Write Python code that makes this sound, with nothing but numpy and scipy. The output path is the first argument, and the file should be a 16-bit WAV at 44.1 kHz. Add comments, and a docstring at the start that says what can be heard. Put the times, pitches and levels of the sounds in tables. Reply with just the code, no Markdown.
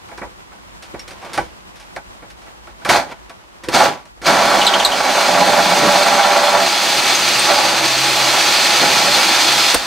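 """Knocks and rubbing sound over a faint background as hands and a cordless drill meet a stripped car's floor.
The drill drives a toothed cutter into the rusty sheet steel: two short bursts, then one long cut that
squeaks at first, groans, and breaks through with a snap. Tooth impacts force the floor pan's modes into
vibration and tearing chips grind brightly; a nearby camera's gain control and limiter hold the level."""
import sys
import numpy as np
from scipy import signal
from scipy.fft import rfft, irfft, next_fast_len
from scipy.io import wavfile
from scipy.ndimage import uniform_filter1d

SR = 44100
rng = np.random.default_rng(int(sys.argv[2]) if len(sys.argv) > 2 else 0)


def persist_wave(psi):
    """Save psi, clipped to +-1, as 16-bit WAV."""
    counts = np.round(np.clip(psi, -1, 1) * 32767).astype(np.int16)
    wavfile.write(sys.argv[1], SR, np.atleast_2d(counts).T)


N = 434826
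N_FFT = 2 ** 19
HZ, T = np.fft.rfftfreq(N_FFT, 1 / SR), np.arange(N) / SR

# rotation of the chuck: time_s, turns_per_s
CHUCK_SPEED = [(6.2, 16.55), (6.35, 18.0), (6.5, 16.55), (7.2, 16.25), (7.55, 15.55), (7.75, 16.06),
               (8.5, 16.06), (8.62, 15.55), (9.25, 16.2), (9.75, 15.3)]


def gain_of(db):
    """Decibels as an amplitude ratio."""
    return 10 ** (np.asarray(db) / 20)


def unit_rms(x):
    """Normalisation to unit power."""
    return x / np.sqrt(np.mean(x ** 2) + 1e-20)


def spectrum(points):
    """Interpolation of a table on a log frequency axis."""
    hz, value = np.transpose(points)
    return np.interp(np.log(HZ + 1), np.log(hz + 1), value)


def modal_response(modes):
    """Superposition of damped resonances of alternating sign."""
    return sum((-1) ** k * gain_of(db) / (1 + 2j * (HZ - hz) / width)
               for k, (hz, width, db) in enumerate(modes))


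def filtered(x, response):
    """Linear filtering, scaled so that white noise keeps its power."""
    return irfft(rfft(x, N_FFT) * response / np.sqrt(np.mean(abs(response) ** 2)))[..., :N]


def shot_noise(per_s, spread_db):
    """Shot noise: independent clicks of uneven size."""
    size = gain_of(spread_db * np.minimum(rng.exponential(1, N), 5)) * rng.standard_normal(N)
    return unit_rms(size * (rng.random(N) < per_s / SR))


def smooth_noise(count, size):
    """Low-pass noise of rms 1, by two moving averages."""
    return unit_rms(uniform_filter1d(uniform_filter1d(rng.standard_normal(count), size), size))


def wander(seconds):
    """Slow random modulation of rms 1."""
    return np.repeat(smooth_noise(N // 16 + 1, max(round(seconds * SR / 16), 1)), 16)[:N]


def yard_air():
    """Partial coherence: background noise sounds wide, being partly opposed in the two channels."""
    # background spectrum: frequency_hz, relative_db
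    colour = [(53, -27), (90, 1), (151, -9.5), (191, 0), (270, -9), (365, -2), (407, -10.5), (963, -4.5),
              (1510, -9.5), (7610, -23), (15500, -36)]
    # left-right likeness: frequency_hz, correlation
    coherence = [(60, -0.26), (240, -0.66), (950, -0.83), (3770, -0.74), (15000, -0.11)]
    left, independent = rfft(rng.standard_normal((2, N)), N_FFT)
    same = np.clip(spectrum(coherence), -1, 1)
    right = same * left + np.sqrt(1 - same ** 2) * independent
    noise = irfft(np.array([left, right]) * gain_of(spectrum(colour)))[:, :N]
    return gain_of(-40.5 + 1.5 * wander(0.036)) * unit_rms(noise)


def drone():
    """Narrow-band noise near 54 Hz booms at each thump; the channels differ in phase."""
    # slow envelope: time_s, level_db
    levels = [(0.0, -57), (1.7, -57), (2.5, -49), (4.1, -58), (4.37, -45), (6.5, -52), (7.2, -60),
              (9.0, -50), (9.86, -60)]
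    low = unit_rms(filtered(rng.standard_normal(N), 1 / (1 + ((HZ - 54) / 13.6) ** 4)))
    quadrature = signal.hilbert(low, next_fast_len(N))[:N].imag
    pair = low + np.outer([1, -1], quadrature + 0.2 * low)
    boom = gain_of(-23.5) * uniform_filter1d(knock_envelope("thump", stretch=4.7), size=2000)
    return (gain_of(np.interp(T, *np.transpose(levels)) + 1.9 * wander(0.21)) + boom) * pair


def knock_envelope(layer, stretch):
    """Impact transients: a quick crack, then exponential decay of 60 dB in stretch * decay_s."""
    # blows of tool, trigger and hands: start_s, pan_db, thump_db, tick_db, decay_s
    knocks = [(0.085, -29, -49, -47, 0.17), (0.114, -24.5, -49, -53, 0.14), (0.176, -19, -37, -38, 0.13),
              (0.216, -13.5, -31, -53, 0.14), (0.517, -31, -50, -57, 0.19), (0.824, -31, -47, -36.5, 0.23),
              (0.942, -16.5, -31, -46, 0.097), (0.993, -38, -48, -34.5, 0.14), (1.078, -27, -42, -34, 0.18),
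              (1.108, -30, -48, -39, 0.13), (1.22, -22, -43, -44, 0.25), (1.248, -24, -44, -40, 0.15),
              (1.333, -17.5, -39, -26.5, 0.36), (1.376, -0.5, -17, -27, 0.1), (1.758, -41, -63, -44, 0.33),
              (1.799, -33, -67, -43, 0.26), (1.962, -11.5, -36, -32.5, 0.089), (2.222, -26, -42, -54, 0.16),
              (2.301, -42, -60, -39, 0.1), (2.416, -36, -58, -48, 0.25), (2.463, -33, -49, -59, 0.25),
              (2.67, -23.5, -49, -48, 0.12), (2.815, -25, -45, -57, 0.086), (2.849, -5, -33, -24, 0.27),
              (2.891, 8.5, -17, -10, 0.25), (3.114, -12.5, -60, -40, 0.074), (3.296, -18, -39, -35, 0.1),
              (3.636, -21, -35, -31.5, 0.2), (3.686, -8.5, -20, -18.5, 0.082), (3.741, -7, -21, -20, 0.12),
              (4.054, -28, -53, -39, 0.087), (4.173, -31, -46, -52, 0.18), (4.216, -19, -31.5, -31.5, 0.21),
              (9.744, 1, -10, -9.5, 0.041)]
    column = ["pan", "thump", "tick"].index(layer)
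    envelope = np.zeros(N)
    for start, *levels_db, decay in knocks:
        part = envelope[round(start * SR):][:SR // 2]
        t = T[:len(part)]
        attack = np.minimum(t / 0.00027, 1) * (1 + 0.38 * np.exp(-t / 0.001))
        part += attack * gain_of(levels_db[column] - 60 * t / (decay * stretch))
    return envelope


def knock_force(layer, stretch=1):
    """Broadband excitation: a burst of noise at each knock."""
    return knock_envelope(layer, stretch) * rng.standard_normal(N)


def thumps_and_ticks():
    """Impact noise: the low thump of a blow outlasts its bright tick."""
    # spectra of the two parts: frequency_hz, relative_db
    thump_colour = [(35, -35), (60, -15), (119, -5), (269, -6), (335, 2.5), (446, -7), (500, 3), (650, -14),
                    (1100, -120)]
    tick_colour = [(880, -45), (1500, -6), (5450, -11.5), (6430, -15.5), (7670, -19), (9230, -17.5),
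                   (15500, -36)]
    thumps = filtered(knock_force("thump", stretch=1.56), gain_of(spectrum(thump_colour)))
    return thumps + filtered(knock_force("tick"), gain_of(spectrum(tick_colour)))


def rustle_and_scrapes():
    """Sliding friction: faint handling rustle; the cutter scrapes, coasting after each short burst."""
    # one handling scuff, then the coasting cutter: peak_s, relative_db, rise_db_per_s, fall_db_per_s
    scrapes = [(1.29, -36, 60, 59), (2.99, -45.5, 83, 18), (3.121, -21, 443, 700),
               (3.86, -10.5, 400, 171.5)]
    # friction spectrum: frequency_hz, relative_db
    colour = [(59, -52), (100, -6), (355, -4), (1020, -0.5), (1620, -8), (2930, -9.5), (6260, -21),
              (15500, -39)]
    envelope = gain_of(-45.5) * (T < 3.9)  # the rustle ends before the long cut
    for peak, db, rise, fall in scrapes:
        envelope += gain_of(db - np.maximum(rise * (peak - T), fall * (T - peak)))
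    friction = envelope * gain_of(-4.5 + 0.66 * wander(0.021)) * shot_noise(4000, 0.99)
    return filtered(friction, gain_of(spectrum(colour)))


def clink():
    """Free vibration: a loose steel part rings in quickly damped modes."""
    # the part's ring: start_s, then rows of pitch_hz, peak_db, t60_s
    loose_part = (.995, [(2250, -37, .07), (4300, -42, .06), (5500, -29, .09)])
    start, modes = loose_part
    t, out = T[:SR // 5], np.zeros(N)
    for hz, db, t60 in modes:
        out[round(start * SR):][:len(t)] += gain_of(db - 60 * t / t60) * np.sin(2 * np.pi * hz * t)
    return out


def chuck_turns():
    """Angle as the integral of speed, in turns: whole where the cutter's high spot meets the weld."""
    turns = np.cumsum(np.interp(T, *np.transpose(CHUCK_SPEED))) / SR
    contact_s = 5.897
    return turns - turns[round(contact_s * SR)]


def force_swell():
    """Amplitude modulation, in dB of chatter: the force swells once a turn and at each grab."""
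    # the high spot digging in: time_s, swell_db
    runout = [(5.0, -1), (5.35, 3), (5.7, 2.5), (5.85, 1.5), (6.0, 4.5), (6.35, 1.5), (6.6, 3), (6.68, 6)]
    # single hard grabs of the cutter: time_s, swell_db
    grabs = [(4.3, 2.5), (4.666, 1), (4.75, 5), (5.178, 3), (5.415, 3.5), (5.494, 2), (5.587, 6),
             (5.715, 3), (5.875, 5), (6.485, -0.5), (6.55, 3), (7.0, 4), (7.103, 5.5), (7.504, 5.5),
             (7.65, 1.5), (7.76, 3), (8.34, 5.5), (8.83, 6), (8.99, 3.5), (9.06, 5), (9.19, 4.5)]
    turns, width_s = chuck_turns(), 0.016
    from_contact_s = (turns - np.round(turns)) / CHUCK_SPEED[0][1]
    swell = np.interp(T, *np.transpose(runout), 0, 0) * np.exp(-(from_contact_s / width_s) ** 2)
    return swell + sum(db * np.exp(-((T - peak) / width_s) ** 2) for peak, db in grabs)


def cut_gain(layer):
    """Envelope of the driving force: spin-up, a kick as the teeth bite, the load, then coasting down."""
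    # trigger pulls: start_s, release_s, force_db
    pulls = [(2.862, 2.965, -1), (3.703, 3.853, 0.5), (4.223, 9.9, -1)]
    # response to a pull, a row per layer: rise_db, kick_db, fall_db_per_s
    responses = [(26.5, 0.5, 222.5), (30, 5, 272.5), (22, 3.5, 170)]
    # load on the cutter: time_s, chatter_db, grinding_db, rumble_db
    load = [(4.4, -10, -19, -21), (4.62, -13.5, -19, -19.5), (4.7, -14, -22.5, -32),
            (4.9, -16.5, -24.5, -26), (5.2, -15, -18.5, -29.5), (5.5, -15, -19, -21),
            (5.93, -14.5, -17, -21.5), (6.2, -12, -18.5, -32.5), (6.6, -15, -18.5, -30),
            (6.67, -21, -18, -30.5), (7.425, -22, -16, -29), (7.455, -14, -16, -25), (7.76, -17, -18, -29),
            (7.93, -24, -17.5, -31.5), (8.3, -19.5, -16, -29), (8.52, -22, -14.5, -31),
            (8.85, -17.5, -15, -25.5), (9.73, -22, -14, -35), (9.752, -18, -17, -22),
            (9.775, -25, -24, -37)]
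    index = ["chatter", "grinding", "rumble"].index(layer)
    rise_db, kick_db, fall_db_per_s = responses[index]
    spin_up_s, kick_s = 0.045, 0.035
    gain = np.zeros(N)
    for start, release, db in pulls:
        on = slice(round(start * SR), N)
        since_bite = T[on] - start - spin_up_s
        onset_db = rise_db * np.minimum(since_bite / spin_up_s, 0)
        onset_db += kick_db * np.exp(-abs(since_bite) / kick_s)
        gain[on] += gain_of(db + onset_db - fall_db_per_s * np.maximum(T[on] - release, 0))
    times, *load_db = np.transpose(load)
    return gain * gain_of(np.interp(T, times, load_db[index]))


def rumble(swell):
    """Forced vibration: the body shell shakes and hums at the tooth-passing frequency."""
    # shell spectrum: frequency_hz, relative_db
    colour = [(35, -50), (60, -20), (76, -19), (118, -5), (188, -0.5), (330, 2), (450, -3.5), (500, 3),
              (650, -4), (1100, -120)]
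    # tooth hum: time_s, level_db
    hum_levels = [(6.4, -60), (6.58, -37), (6.72, -59), (7.15, -39.5), (7.6, -44), (7.8, -34), (8.37, -34),
                  (8.52, -46.5), (9.1, -35), (9.25, -47), (9.56, -39), (9.75, -46)]
    teeth = 8
    force = cut_gain("rumble") * gain_of(-1.64 + 0.99 * swell + 2.6 * wander(0.05))
    force *= rng.standard_normal(N)
    hum = np.sqrt(2) * np.sin(2 * np.pi * teeth * chuck_turns() + 0.24 * wander(0.041))
    hum *= gain_of(np.interp(T, *np.transpose(hum_levels), -200, -200) + 1.2 * wander(0.08))
    return filtered(force, gain_of(spectrum(colour))) + hum


def groans(swell):
    """Self-excited oscillation: the cut locks onto modes of the pan in trembling tones."""
    # locked tones: start_s, end_s, pitch_hz, relative_db
    tones = [(5.3, 5.68, 589, -24), (5.8, 6.63, 583, -20.5), (5.3, 5.65, 675, -23.5),
             (6.33, 6.63, 675, -27), (5.2, 5.45, 817, -25), (5.5, 5.62, 797, -22), (5.9, 6.45, 803, -22.5),
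             (6.7, 9.74, 830, -30.5), (7.46, 7.62, 837, -25), (5.3, 6.0, 181, -33), (7.4, 8.55, 327, -35),
             (9.2, 9.62, 321, -34)]
    fade_s, tremble_hz = 0.09, 4.02
    out = np.zeros(N)
    for start, end, hz, db in tones:
        corners = [start - fade_s, start, end, end + fade_s / 2]
        on = (T >= corners[0]) & (T <= corners[-1])
        phase = 2 * np.pi * np.cumsum(hz + tremble_hz * wander(0.011)[on]) / SR
        level_db = db + np.interp(T[on], corners, [-20, 0, 0, -20]) + 0.5 + 2.4 * wander(0.051)[on]
        out[on] += np.sqrt(2) * np.sin(phase) * gain_of(level_db)
    return gain_of(1.25 * swell) * out


def squeaks():
    """Stick-slip friction: skidding teeth give rough tones that sag in pitch as they die."""
    # skids: start_s, relative_db, pitch_hz, overtone_db, decay_s
    skids = [(4.614, -7, 3060, -25, 0.14), (4.666, -1, 3950, -13, 0.1), (4.674, -7.5, 3460, -25, 0.16),
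             (4.737, -5, 3170, -15, 0.11), (4.797, -11.5, 3100, -9.5, 0.21),
             (4.848, -1.5, 4000, -10.5, 0.11), (4.917, -13.5, 3150, -12, 0.19),
             (6.23, -10.5, 3430, -30, 0.11), (6.47, -12, 3400, -30, 0.1), (7.15, -13, 6400, -30, .1),
             (7.393, -9, 8640, -40, .06), (9.744, -5, 8600, -42.5, 0.045)]
    t, out = T[:SR // 5], np.zeros(N)
    for start, db, hz, overtone_db, decay in skids:
        jitter = 0.21 * np.cumsum(uniform_filter1d(rng.standard_normal(len(t)), size=30))
        phase = 2 * np.pi * hz * t * (1 - 0.424 * t) + jitter
        overtones = sum(gain_of(overtone_db - 10 * (k - 2)) * np.sin(k * phase)
                        for k in (2, 3, 4) if k * hz < SR / 2)
        envelope = gain_of(db + 3 - 75 * t / decay) * np.minimum(t / 0.0014, 1)
        part = out[round(start * SR):][:len(t)]
        part += (envelope * (np.sin(phase) + overtones))[:len(part)]
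    return out


def snap():
    """Fracture transient: the cutter breaks through with a bright crack over a thud."""
    start_s, crack_db, length_s = 9.744, -11.5, 0.012
    envelope = (T > start_s) * np.clip(1 - (T - start_s) / length_s, 0, 1)
    thud = signal.lfilter(*signal.butter(1, [150, 1100], "band", fs=SR), rng.standard_normal(N))
    crack = np.diff(rng.standard_normal(N + 1))
    return gain_of(crack_db) * envelope * (unit_rms(crack) + 1.8 * unit_rms(thud))


def floor_pan(swell):
    """Modal resonance: coarse tooth impacts and knocks set the floor pan ringing."""
    # modes of the pan: pitch_hz, bandwidth_hz, relative_db
    modes = [(181, 10, -16.5), (195.7, 16, -10), (264.4, 16.6, -10), (342, 11, -13), (387, 21, -9),
             (532.5, 60, -6.5), (588, 25.3, 0.5), (670.8, 25.5, 1.5), (759, 48.5, 0.5), (815, 47.7, 5.5),
             (844, 53.4, 6), (909, 113, -3.5), (970.6, 36, 1.5), (1134, 54, -3.5), (1368, 69, -4.5),
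             (1515, 25, -4), (1618, 66, -7.5), (1765, 240, -11.5), (1980, 174, -11), (2248, 92, -10),
             (2415, 160, -17)]
    chatter = cut_gain("chatter") * gain_of(swell + 2 + 0.36 * wander(0.065)) * shot_noise(3000, 1.9)
    blows = gain_of(1) * signal.lfilter([1, -0.8], 1, knock_force("pan"))  # the blows strike with a brighter tone than the chatter
    return gain_of(0.7) * filtered(chatter + blows, modal_response(modes))


def grinding(swell):
    """Random excitation: fine chips tear, and steel modes ring in turn as the contact shifts."""
    # chip spectrum: frequency_hz, relative_db
    chip_colour = [(88, -42), (150, -39), (326, -6.5), (453, -14.5), (530, -13), (827, -11), (1270, -6),
                   (1400, -7.5), (4140, -6), (8330, -15.5), (15500, -26.5)]
    # modes of cutter and sheet near the hole: pitch_hz, bandwidth_hz, relative_db
    modes = [(840, 60, 2), (1370, 50, -4), (1800, 60, -5), (2270, 50, 0), (2485, 50, -1), (2590, 45, -4),
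             (2850, 55, -3), (3390, 70, 1), (3600, 50, -7), (4060, 50, -1), (4240, 50, 5), (4540, 60, -4),
             (4775, 55, 1), (5085, 90, -2), (5950, 60, -4), (6400, 160, -1), (7400, 60, -5), (8200, 60, -9)]
    once_a_turn = np.cos(2 * np.pi * chuck_turns())
    force_db = 2 + 0.13 * once_a_turn + 0.18 * swell + 0.67 * wander(0.017)
    force = cut_gain("grinding") * gain_of(force_db) * shot_noise(25000, 0.66)
    colour = gain_of(spectrum(chip_colour) + smooth_noise(len(HZ), 300))  # countless faint modes
    group_powers = [sum(abs(modal_response([mode])) ** 2 for mode in modes[k::3]) for k in range(3)]
    rings = np.array([filtered(force, colour * np.sqrt(power)) for power in group_powers])
    shares = gain_of([3.9 * wander(0.046) for _ in rings])
    ringing = (rings * shares).sum(0) / np.linalg.norm(shares, axis=0)
    return filtered(force, colour) + gain_of(-6) * ringing


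def cabin(x):
    """Reverberation: the channels share the direct sound and get the reflections with opposite signs."""
    # strength of the reflections: frequency_hz, side_over_mid_db
    width = [(60, 7), (150, -4), (380, -16), (950, -11.5), (2380, -12.5), (5980, -9.5), (15000, -2.5)]
    # channel balance: frequency_hz, left_over_right_db
    lean = [(60, 12), (150, -1.5), (380, -4), (950, -1.5), (2380, -0.5), (5980, -0.5), (15000, -0.5)]
    t, t60_s = T[:SR // 2], 0.24
    taps = rng.standard_normal(len(t)) * gain_of(-60 * t / t60_s)
    echo = rfft(taps / np.linalg.norm(taps), N_FFT) * gain_of(spectrum(width))
    balance = gain_of(np.outer([0.5, -0.5], spectrum(lean)))
    return irfft(rfft(x, N_FFT) * balance * np.array([1 + echo, 1 - echo]))[:, :N]


def gain_control(dry):
    """Compression: the gain falls fast on loud sound and recovers slowly."""
    threshold_db, slope = -21.5, 0.29
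    power_db = 10 * np.log10(abs(uniform_filter1d((dry ** 2).mean(0), size=3000)) + 1e-12)
    release_db = 11.6 * T
    held_db = np.maximum.accumulate(power_db + release_db) - release_db
    excess_db = np.maximum(held_db - threshold_db, 0)
    return dry / gain_of(slope * uniform_filter1d(excess_db, size=1000))


def scene():
    """Superposition: cutting and handling sound in the cabin, over the background."""
    swell = force_swell()
    cutting = floor_pan(swell) + groans(swell) + grinding(swell) + rumble(swell) + squeaks()
    contacts = thumps_and_ticks() + rustle_and_scrapes() + clink()
    return cabin(cutting + contacts + snap()) + yard_air() + drone()


def record(dry):
    """Gain control, soft saturation that rounds the highest peaks, then a low-pass band limit."""
    held = gain_control(dry)
    limited = held / (1 + abs(held) ** 6) ** (1 / 6)
    low_pass = signal.firwin(1023, cutoff=15690, window=("kaiser", 9), fs=SR)
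    return signal.oaconvolve(limited, low_pass[None], "same")


dry = scene()
out = record(dry)
persist_wave(out)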